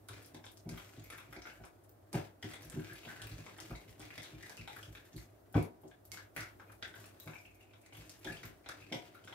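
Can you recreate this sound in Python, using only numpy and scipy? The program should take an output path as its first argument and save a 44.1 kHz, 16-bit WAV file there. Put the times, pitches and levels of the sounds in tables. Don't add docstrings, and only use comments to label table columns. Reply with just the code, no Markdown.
import sys
import numpy as np
from scipy import signal
from scipy.fft import rfft, irfft, next_fast_len
from scipy.io import wavfile
from scipy.ndimage import uniform_filter1d

SR = 44100
rng = np.random.default_rng(int(sys.argv[2]) if len(sys.argv) > 2 else 0)


def amp(db):
    return 10 ** (np.asarray(db, float) / 20)


def write(x):
    x = np.atleast_2d(x).T
    wavfile.write(sys.argv[1], SR, np.round(np.clip(x, -1, 1) * 32767).astype(np.int16))


N = 411894

# [pitch_hz, density_db]
AIR = [(30, -25), (58, 6.5), (80, -6), (102, 13), (125, -3.5), (197, -6.5), (325, 3.5), (484, -5.5),
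       (637, 0.5), (926, -11.5), (1600, -14), (2510, -17.5), (5500, -20), (13700, -25), (15500, -22.5)]
AIR_DB, MAINS_DB, WHINE_DB = -62, -69, -84.5
MAINS_HZ, WHINE_HZ, WHINE_ENDS_S = 100, 13873, 6.9

# [pitch_hz, likeness (1 = same)]
PORT_LIKENESS = [(60, 0.83), (180, 0.93), (550, 0.1), (1650, -2.4), (4970, -1), (15000, -0.37)]
# [pitch_hz, t60_s]
KITCHEN_DECAY = [(100, 0.15), (700, 0.35), (1840, 0.29), (4850, 0.23), (12800, 0.17)]
# [delay_s, level_db]
WALL_ECHOES = [(.0055, -2.5), (.009, -10.5), (0.015, -60), (0.019, -49)]
BUNCH_S, BUNCH_DB = 0.024, 2.5

# [pitch_hz, level_db, t60_s]
COUNTER_MODES = [(106.7, 6.5, 0.12), (155.4, 3, 0.13), (237.6, 2, 0.093), (310, -2, 0.21),
                 (380.2, 1, 0.098), (533, -25, 0.15), (651.5, -17.5, 0.1), (717, -25.5, 0.29),
                 (831, -25.5, 0.14), (964, -35.5, 0.43), (1500, -34, 0.24), (2230, -33.5, 0.15)]
# [start_s, peak_db, loudest_pitch_hz, hardness_db, depth_db]
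BUMPS = [(0.339, -42.5, 310, -26, -32), (0.661, -33, 128, -16, -17), (0.976, -37, 200, -18, -26),
         (1.363, -40.5, 430, 5, -8), (1.602, -42, 152, 7, -6), (2.141, -22.5, 160, -16, -23),
         (2.441, -32, 250, -14.5, -34), (2.742, -33.5, 133, -36, -51), (2.765, -25, 148, -19.5, -18),
         (3.06, -39, 165, -6.5, -22), (3.383, -43, 135, -16, -12), (3.706, -30.5, 104, -11, -4),
         (3.991, -40.5, 290, -7, -10), (4.177, -41.5, 130, 0, -27), (5.556, -15.5, 161, -17, -41),
         (5.577, -25.5, 238, -18, -25), (5.842, -43.5, 383, -13, -22), (6.372, -41.5, 125, -24, -13),
         (7.267, -36.5, 146, -3, -20), (8.255, -34, 385, -2, -9), (8.299, -33.5, 141, 12, -10),
         (8.918, -31, 249, -1, -52)]
# [start_s, peak_db]
NUDGES = [(0.103, -44.5), (0.697, -32), (0.721, -33), (1.04, -51), (1.291, -45), (2.65, -42), (2.91, -46),
          (3.219, -41), (3.312, -35.5), (3.884, -43.5), (4.332, -37.5), (4.595, -36.5), (4.877, -40.5),
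          (5.15, -31.5), (7.981, -45.5), (8.446, -37)]
NUDGE_HZ, NUDGE_HARD_DB, NUDGE_DEEP_DB = 105, -31.5, -6
NUDGE_S = 0.0211
DIP_HZ, DIP_Q = 77.5, 2.85

# [pitch_hz, density_db]
ROCKING = [(40, -43), (58, -37), (80, -10), (105, -2), (150, -10.5), (195, -10), (235, -23), (305, -6),
           (480, -17), (650, -17.5), (900, -33), (1400, -69)]
# [start_s, level_db]
SHIFTS = [
    (0.699, -53),
    (2.155, -38),
    (5.575, -31.5),
    (8.946, -41.5),
    (9.251, -61),
]
SETTLE_S, SWAY_DB = 0.028, -73.5

# [pitch_hz, width_hz, level_db]
BOWL_MODES = [(888, 600, 1.5), (1560, 600, 2.5), (2000, 160, -47), (2190, 410, 1.5), (3650, 605, 2.5),
              (5120, 1360, -2.5)]
# [pitch_hz, density_db]
FIZZ = [(2500, -8), (4000, -1), (6500, 11.5), (10000, 4.5), (14000, 8.5), (16000, -36)]
# [full_effort_s, drag_db, drag_pitch_hz, fizz_db, ease_off_s]
STROKES = [(0.1, -53, 1870, -63, 0.21), (0.7, -59.5, 1710, -61, 1), (1.115, -60, 1610, -61, 0.31),
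           (1.46, -58, 1510, -57.5, 0.12), (1.648, -85, 1500, -79, 0.054), (2.143, -41, 1500, -53, 0.069),
           (2.441, -55, 1840, -67, 0.6), (2.729, -54.5, 1690, -62, 1), (3.03, -60, 2680, -53, 0.098),
           (3.101, -56, 1630, -69, 0.97), (3.6, -58, 2130, -64, 0.6), (4.01, -56, 2100, -78, 0.79),
           (4.44, -65, 2200, -58, 0.31), (4.69, -56, 2000, -53.5, 0.4), (5.172, -52, 1980, -48, 0.042),
           (5.557, -47.5, 1640, -105, 0.07), (6.134, -51, 1500, -48.5, 0.081),
           (6.376, -46, 1660, -74, 0.07), (6.842, -62, 1560, -78, 0.48), (6.96, -56.5, 1570, -58.5, 0.21),
           (7.21, -106.5, 1420, -53.5, 0.4), (7.938, -58.5, 2350, -59, 0.54), (8.27, -49, 2000, -56, 0.21),
           (8.699, -58, 1420, -84, 0.9), (8.935, -52.5, 2580, -49, 0.048), (9.287, -55, 1460, -77, 0.66)]
DIG_S, EASE_DB = 0.012, 13.5
IDLE_DRAG_DB, IDLE_FIZZ_DB = -88, -84
LUMPS_DB = 3
# [start_s, length_s, level_db, from_hz, to_hz]
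SLIDES = [(1.107, 0.088, -63, 1310, 2420), (1.336, 0.16, -66, 1500, 1540), (1.486, 0.09, -66, 1600, 1510),
          (2.71, 0.25, -70, 1450, 1680), (2.79, 0.19, -74, 2280, 2230), (3.024, 0.029, -63, 2700, 2240),
          (3.067, .07, -62, 1750, 1500), (3.15, 0.12, -67, 1400, 1690), (5.546, 0.054, -56, 2200, 2220),
          (6.359, .09, -53, 1980, 1930), (6.388, 0.061, -53, 1520, 1440), (6.67, 0.1, -74, 2300, 2400),
          (6.82, 0.054, -53.5, 1950, 1860), (7.33, 0.34, -77.5, 2430, 2270), (7.595, 0.46, -76, 2580, 2170),
          (0.993, 0.17, -71, 2190, 2160)]
SLIDE_WIDTH_HZ, SLIDE_SKEW = 430, 0.73

# [start_s, peak_db, pitch_hz, left_minus_right_db]
CRACKLES = [(0.1337, -39.5, 2300, 2.5), (0.2474, -45.5, 5220, 4), (0.4658, -38.5, 3550, -1),
            (0.7984, -44, 2420, 8), (0.8866, -57, 2320, 9), (0.9667, -51, 3730, 25.5),
            (0.9966, -45, 6650, 9), (1.285, -53, 2290, -1), (1.3119, -58, 3300, -7),
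            (1.3644, -39, 2230, -7), (1.419, -51, 2190, 16.5), (1.5, -47.5, 2800, -3),
            (2.5003, -59, 3510, 0), (2.5222, -41, 2100, -2), (2.632, -61, 1940, -3),
            (2.649, -58, 1910, 0.5), (2.7474, -54, 1800, 2.5), (2.8474, -44, 2300, 0.5),
            (2.9694, -52, 2230, 4), (3.1283, -46, 2370, 2.5), (3.1687, -48, 1960, 4),
            (3.2703, -40, 2650, 1.0), (3.3149, -47, 4000, 20), (3.4062, -48, 2600, 2.0),
            (3.566, -47.5, 1880, -4), (3.7224, -58, 2180, -1), (4.409, -46, 1980, 3.5),
            (4.4644, -40.5, 1980, 1.5), (4.6125, -37.5, 2430, -1), (4.7314, -40, 2250, -4),
            (4.9744, -47, 1760, 2.0), (5.1312, -47, 5960, 0.5), (5.18, -43.5, 2120, -13),
            (5.5268, -83, 2210, -3), (6.1735, -35.5, 1630, 8), (6.1864, -44, 2140, 6),
            (7.0294, -73, 2230, 2.0), (7.0563, -48.5, 2660, 9), (7.8624, -49, 2120, -34),
            (8.2317, -47, 2530, -5), (8.324, -35, 2540, 6), (8.3377, -56, 2620, 2.5),
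            (8.37, -38.5, 3200, 2.0), (8.6435, -50, 2300, -1), (8.8039, -49, 2440, 6.5),
            (8.8661, -47.5, 2620, 1), (8.9007, -49, 2295, 0), (9.0194, -61, 2480, 12),
            (9.2407, -47.5, 3200, -2.5)]
# [start_s, peak_db, pitch_hz, left_minus_right_db]
MORE_CRACKLES = [
    (1.42, -38.5, 5400, 0),
    (1.5, -49, 2900, 1),
    (5.6, -55, 3460, 1),
    (2.631, -41.5, 5600, -1),
    (6.8262, -29.5, 3550, -2),
    (7.385, -50, 5100, 3),
    (8, -47.5, 7100, -1),
]
CRACKLE_CYCLES, CRACKLE_SNAP_DB = 1.9, 5.5
# [start_s, peak_db, pitch_hz]
SPITS = [(0.227, -47, 9800), (0.26, -44.5, 10600), (0.4534, -46, 8400), (0.5173, -46, 11400),
         (0.7736, -43.5, 12800), (1.1787, -43, 10900), (1.8394, -53.5, 9220), (2.4987, -46.5, 9640),
         (2.536, -40.5, 8310), (2.6494, -43.5, 11600), (2.7207, -49, 11800), (2.804, -49, 10600),
         (3.1692, -64, 8510), (3.27, -41, 12300), (3.2944, -47, 8110), (3.338, -52, 6500),
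         (3.3822, -46.5, 6580), (3.459, -48, 6900), (3.6244, -58, 8750), (3.6844, -52, 7680),
         (3.707, -48, 12400), (3.7594, -48.5, 6850), (3.9055, -51, 10700), (4.4624, -49, 9400),
         (4.9496, -51, 11400), (4.9744, -57, 9680), (5.5268, -47, 11400), (5.818, -54, 11900),
         (5.8794, -52.5, 7290), (6.877, -51, 8340), (6.9531, -49, 11200), (7.0, -48, 10700),
         (7.0294, -55, 10700), (7.0594, -45, 9700), (7.2335, -46, 12900), (7.2604, -47, 12100),
         (7.456, -65, 10500), (7.554, -55, 11100), (7.6271, -56.5, 7580), (7.8157, -52.5, 9100),
         (7.862, -51, 7840), (7.9334, -50, 8580), (7.9693, -46, 11400), (8.324, -42, 8160),
         (9.148, -52, 11500), (9.248, -50, 8040)]
# [start_s, peak_db, pitch_hz]
FILMS = [(0.0861, -47, 9600), (1.041, -43, 12300), (1.103, -48, 9900), (1.3278, -45.5, 11100),
         (1.652, -51, 9000), (1.8936, -48, 14650), (2.1296, -39.5, 9100), (2.623, -48, 11000),
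         (2.6993, -48, 8240), (2.9334, -45, 10600), (3.2181, -42, 9000), (3.5783, -48.5, 9050),
         (3.9957, -46, 8900), (4.764, -43, 11200), (5.1642, -45, 10300), (5.6266, -46, 11000),
         (6.053, -44.5, 11700), (6.351, -55, 14400), (6.3639, -36.5, 10500), (6.7206, -48, 10400),
         (7.2, -39.5, 12800), (8.1938, -50, 11100), (8.455, -44, 13000)]
# [start_s, peak_db]
STRANDS = [(0.3454, -48.5), (0.5722, -49.5), (0.6917, -40.5), (2.1304, -43.5), (2.426, -47),
           (3.6023, -40.5), (4.017, -48), (4.179, -46), (4.22, -49), (4.2314, -43), (4.427, -47.5),
           (4.4962, -50), (4.57, -48), (4.6763, -48.5), (4.8293, -52), (6.118, -43), (6.4065, -39),
           (6.827, -85), (8.0952, -41), (8.246, -45.5), (8.431, -49), (8.689, -46.5), (8.9244, -44.5)]
STRAND_HZ = 5760

# [start_s, peak_db, pitch_hz, glass_knock_db]
POPS = [(1.101, -45, 1330, 5.5), (1.454, -41, 1480, -1.5), (2.131, -57, 700, 7), (2.536, -50.5, 1960, 11.5),
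        (2.721, -52, 1450, 3), (2.897, -39, 1630, -27), (3.033, -41, 2650, -9), (3.078, -40.5, 1660, -30),
        (3.197, -41.5, 1720, -27), (3.382, -48, 1710, -6), (4.026, -47, 2190, -3), (4.093, -67, 2190, -10),
        (4.24, -39, 3880, -2), (4.43, -38, 1920, -27), (4.498, -43.5, 1590, 1), (4.575, -37, 2660, -13),
        (4.676, -43, 864, 9.5), (4.829, -39, 3200, -6), (5.164, -41, 4300, -24), (5.543, -38.5, 805, 2),
        (6.826, -33.5, 1555, -11), (6.94, -43, 1560, -7), (7.453, -43, 2600, -31), (8.924, -32, 2170, 3),
        (9.15, -48, 1400, -2.5), (9.275, -49, 1520, 4.5), (9.326, -47, 1370, 6.5)]
# [start_s, peak_db, pitch_hz, glass_knock_db]
SMACKS = [(0.088, -52.5, 1310, 10.5), (0.347, -44.5, 840, 0.5), (0.441, -53, 2580, 10),
          (0.776, -40, 1370, -2), (1.327, -44, 1580, 5), (1.469, -37.5, 1550, -8),
          (1.6383, -44.5, 1260, -2.5), (2.143, -32, 800, -6), (2.427, -48, 2250, 11),
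          (3.218, -31.5, 3130, -12.5), (3.464, -41, 1190, -3), (3.585, -45.5, 1810, 2.5),
          (3.708, -40, 1250, -8), (3.752, -41, 2760, -4), (4.002, -55, 1170, 10), (4.105, -34.5, 2090, -23),
          (4.179, -35, 2300, -4), (4.764, -36, 1580, -11), (4.951, -41, 1760, -2.5),
          (5.552, -25.5, 970, -51), (5.835, -43.5, 650, -16), (6.364, -26, 1870, -14.5),
          (6.598, -40, 1430, -7.5), (7.275, -43.5, 1500, 2.5), (7.735, -55.5, 2240, 3.5),
          (8.248, -33, 2420, -4.5), (8.433, -38, 2000, -2.5), (8.661, -42.5, 1730, 3),
          (8.691, -33.5, 1660, -6)]
# [start_s, peak_db, pitch_hz, glass_knock_db, cycles]
SQUELCHES = [(0.6923, -56.5, 1590, 8, 9.7), (1.183, -38, 2400, -6, 1.3), (2.7997, -51, 1560, -25, 2.4),
             (2.924, -41, 1770, -11, 0.97), (3.051, -59, 2250, 14, 6.5), (5.913, -55, 1630, 2.5, 3.2),
             (6.117, -45, 2167, -6, 11), (6.6982, -41.5, 1280, -20, 0.33), (7.2, -46, 3930, -21, 4.5),
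             (7.3343, -44, 2450, 0.5, 3.7), (7.355, -40.5, 2330, -16, 5.3), (4.347, -53.5, 2340, -1, 6),
             (7.6076, -51.5, 2750, -5, 4.4), (7.9244, -44, 2840, -1, 2), (7.9499, -45, 3100, -7, 2.4),
             (8.272, -32.5, 1696, -48, 3.9), (8.8191, -45, 2500, -25, 2.9)]
SMACK_CYCLES, POP_CYCLES = 0.79, 2.25

# [above_hz, threshold_db]
GATES = [(9000, -72), (3500, -69), (1700, -71)]
GATE_SLOPE, EDGE_HZ = 1.1, 15750


def evened(x):
    return x / np.sqrt(np.mean(x ** 2) + 1e-20)


def read(points, hz):
    f, value = np.transpose(points)
    return np.interp(np.log(hz + 1), np.log(f + 1), value)


def add(mix, s, sound):
    part = mix[..., round(s * SR):][..., :sound.shape[-1]]
    part += sound[..., :part.shape[-1]]


def colour(x, points):
    size = next_fast_len(N)
    gain = amp(read(points, np.fft.rfftfreq(size, 1 / SR)))
    return evened(irfft(rfft(x, size) * gain, size)[..., :N])


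def resonate(x, hz, width):
    turn = np.exp(2j * np.pi * np.cumsum(hz * np.ones(len(x))) / SR)
    r = np.exp(-np.pi * width / SR)
    return 2 * (turn * signal.lfilter([1 - r], [1, -r], x / turn + 1e-18)).real


def left_right(db):
    return np.array([[1], [-1]]) * db


def ports(x):
    size = next_fast_len(N)
    same = np.clip(read(PORT_LIKENESS, np.fft.rfftfreq(size, 1 / SR)), 0, 1)
    left, right = rfft(x, size)
    mid = np.sqrt(1 + same) * (left + right) / 2
    side = np.sqrt(1 - same) * (left - right) / 2
    return irfft(np.array([mid + side, mid - side]), size)[:, :N]


def hush():
    t = np.arange(N) / SR
    swell = evened(sum(np.sin(2 * np.pi * (f * t + rng.random())) / np.sqrt(f)
                       for f in np.geomspace(0.2, 8, 20)))
    air = amp(AIR_DB + 0.6 * swell) * colour(rng.standard_normal((2, N)), AIR)
    hum = amp(MAINS_DB) * np.sin(2 * np.pi * MAINS_HZ * t)
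    whine_db = WHINE_DB + 1.8 * swell - 21 * (t > WHINE_ENDS_S)
    whine = amp(whine_db) * np.sin(2 * np.pi * WHINE_HZ * t)
    return ports(air) + hum + whine


def kitchen(x):
    out, size = np.zeros((2, N)), SR // 2
    turn = 2 * np.pi * 1.3 * np.arange(N) / SR
    for k in range(3):
        taps = np.zeros((2, size))
        at = np.arange(40, size - 12, 12)
        at = at + rng.integers(0, 12, (2, len(at)))
        np.put_along_axis(taps, at, rng.choice([-1., 1.], at.shape), 1)
        hz, t, z = signal.stft(taps, SR, nperseg=128)
        z = z * amp(BUNCH_DB * np.cos(2 * np.pi * t / (BUNCH_S * (1 + k / 5))))
        decay_db = -60 * np.maximum(t - 0.015, 0) / read(KITCHEN_DECAY, hz)[:, None]
        tail = signal.istft(z * amp(decay_db), SR, nperseg=128)[1]
        tail = amp(5.5) * tail / np.linalg.norm(tail[0])
        for s, db in WALL_ECHOES:
            at_ports = (SR * s * rng.uniform(0.95, 1.05, 2)).astype(int)
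            tail[[0, 1], at_ports] += amp(db)
        share = np.sqrt(2 / 3) * np.cos(turn + k * np.pi / 3)
        out += signal.fftconvolve((x * share)[None], tail, axes=1)[:, :N]
    lean = out[0] - signal.lfilter(*signal.butter(1, 300, fs=SR), out[0])
    out[0] += 0.29 * lean + 0.5 * resonate(out[0], 750, 350)
    return ports(out)


def bumps():
    out, t = np.zeros(N), np.arange(SR // 3) / SR
    rows = [(*row, 0) for row in BUMPS]
    rows += [(*row, NUDGE_HZ, NUDGE_HARD_DB, NUDGE_DEEP_DB, NUDGE_S) for row in NUDGES]
    phases = rng.uniform(-0.21, 0.11, (len(rows), len(COUNTER_MODES)))
    for (s, db, pitch_hz, hard_db, deep_db, rise_s), turn in zip(rows, phases):
        ring = amp(deep_db + 4.5 - 60 * t / 0.18) * np.sin(2 * np.pi * 58 * t)
        for (hz, mode_db, t60), phase in zip(COUNTER_MODES, turn):
            near_db = -6 * abs(np.log2(hz / pitch_hz)) if hz < 450 else min(hard_db, -4) + 18.5
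            ring = ring + amp(mode_db + near_db - 60 * t / t60) * np.sin(2 * np.pi * (hz * t + phase))
        ring = ring * (1 - np.exp(-(t / rise_s) ** 2 if rise_s else -t / 0.0057))
        add(out, s - 0.004 - rise_s / 2, amp(db - 5) * ring / abs(ring).max())
    return out


def pocket(hz, cycles):
    t = np.arange(1500) / SR
    fade = np.exp(-t * hz / np.clip(cycles, 0.4, 30))
    return fade * (1 - fade ** 0.94) * np.sin(2 * np.pi * hz * t * (1 + 0.0011 * (1 - fade)))


def spits():
    out = np.zeros((2, N))
    for s, db, hz in SPITS:
        add(out, s, amp(db + 17.5 + left_right(1.5)) * pocket(hz, 0.66))
    return out


def tears():
    out = np.zeros((2, N))
    rows = list(FILMS) + [(*row, STRAND_HZ) for row in STRANDS]
    for (s, db, hz), pan in zip(rows, rng.uniform(-3.72, 1, len(rows))):
        snap = 1.88 * (7000 / hz) * pocket(8120, 0.24)
        add(out, s, amp(db + 13 + left_right(2 + 4 * pan)) * (pocket(hz, hz / 7500) + snap))
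    return out


def crackles():
    out = np.zeros((2, N))
    snap = amp(CRACKLE_SNAP_DB) * pocket(4100, 0.25)
    for s, db, hz, pan_db in list(CRACKLES) + list(MORE_CRACKLES):
        side_db = left_right(0.5 * np.clip(pan_db, -8, 8))
        add(out, s, amp(db + 6.5 + side_db) * (pocket(hz, CRACKLE_CYCLES) + snap))
    return out


def pops():
    out = np.zeros((2, N))
    rows = [(*row, SMACK_CYCLES) for row in SMACKS] + [(*row, POP_CYCLES) for row in POPS]
    rows += list(SQUELCHES)
    chances = rng.uniform(-2.35, 1, (len(rows), 1 + 2 * len(BOWL_MODES)))
    for (s, db, hz, glass_db, cycles), chance in zip(rows, chances):
        pan, tune, where_db = chance[0], 1 + 0.05 * chance[1::2], 4 * chance[2::2]
        glass = sum(amp(mode_db + b) * pocket(f * a, f / (np.pi * width))
                    for (f, width, mode_db), a, b in zip(BOWL_MODES, tune, where_db))
        side_db = left_right(2 + 0.64 * pan)
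        add(out, s, amp(db + 6.5 + side_db) * (pocket(hz, cycles) + amp(glass_db) * glass))
    return out


def grit(per_s, spread_db):
    size = amp(spread_db * np.minimum(rng.exponential(1, N), 2.6)) * rng.choice([-1., 1.], N)
    return evened(size * (rng.random(N) < per_s / SR))


def effort(s, peak_db, ease_s, idle_db):
    step = np.arange(0, N / SR, 0.002)
    late = step - np.reshape(s, (-1, 1))
    fall = np.maximum(-late / DIG_S, late / np.reshape(ease_s, (-1, 1)))
    db = np.reshape(peak_db, (-1, 1)) - EASE_DB * fall
    total_db = 10 * np.log10((amp(db) ** 2).sum(0) + amp(idle_db) ** 2)
    return np.interp(np.arange(N) / SR, step, total_db)


def slides(slips):
    out = np.zeros(N)
    for s, length, db, from_hz, to_hz in SLIDES:
        part = slips[round(s * SR):][:round(length * SR)]
        u = np.linspace(0, 1, len(part))
        hz = from_hz * (to_hz / from_hz) ** u
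        ring = resonate(resonate(part, hz, SLIDE_WIDTH_HZ), hz, SLIDE_WIDTH_HZ)
        add(out, s, amp(db) * np.sin(np.pi * u ** SLIDE_SKEW) * evened(ring))
    return out


def stirring():
    t = np.arange(N) / SR
    s, drag_db, hz, fizz_db, ease_s = np.transpose(STROKES)
    pull_db = effort(s, drag_db, ease_s, IDLE_DRAG_DB)
    slips = grit(250, 4.5)
    glass = sum(amp(db - 29) * signal.lfilter(*signal.iirpeak(f, f / width, SR), slips)
                for f, width, db in BOWL_MODES)
    drag = resonate(slips, np.interp(t, s, hz), 1870) + glass
    drag = amp(pull_db - 7) * evened(drag) + slides(slips)
    fizz = amp(effort(s, fizz_db, ease_s, IDLE_FIZZ_DB) - 13) * colour(grit(170, 5), FIZZ)
    sway = amp(SWAY_DB + pull_db - pull_db.mean())
    sway = sway + amp(effort(*np.transpose(SHIFTS), SETTLE_S, -99))
    rocking = amp(0.5) * sway * colour(grit(300, 2.85), ROCKING)
    lumps = evened(uniform_filter1d(rng.standard_normal(N), size=600))
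    return amp(LUMPS_DB * lumps - LUMPS_DB / 2) * (drag + fizz), rocking


def scene():
    grains, burst, snaps = crackles(), pops(), tears() + spits()
    paste, rocking = stirring()
    slab = signal.lfilter(*signal.iirnotch(DIP_HZ, DIP_Q, SR), bumps() + rocking)
    clicks = amp(-1.5) * burst.mean(0) + amp(-3.5) * snaps.mean(0) + amp(-5) * grains.mean(0)
    near = amp(-2) * (burst + grains) + snaps + amp([[1.5], [-0.5]]) * paste + slab
    far = kitchen(clicks + amp(-4) * paste + amp(-8) * slab)
    return near + far + hush()


def gate(x):
    out, rest = x, x
    for hz, gate_db in GATES:
        treble = signal.sosfiltfilt(signal.butter(3, hz, "high", fs=SR, output="sos"), rest)
        power = abs(uniform_filter1d((treble ** 2).mean(0), size=700))
        level_db = 10 * np.log10(power + 1e-12)
        out = out - treble * (1 - amp(GATE_SLOPE * np.minimum(level_db - gate_db, 0)))
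        rest = rest - treble
    return out


def low_pass(x):
    return signal.sosfilt(signal.butter(12, 16500, fs=SR, output="sos"), x)


def record(dry):
    late = np.array([dry[0], np.roll(dry[1], 3)])
    late = signal.lfilter(*signal.butter(5, 46, "high", fs=SR), late)
    mix = signal.oaconvolve(gate(late), signal.firwin(255, EDGE_HZ, fs=SR)[None], "same")
    return low_pass(mix)


dry = scene()
out = record(dry)
write(out)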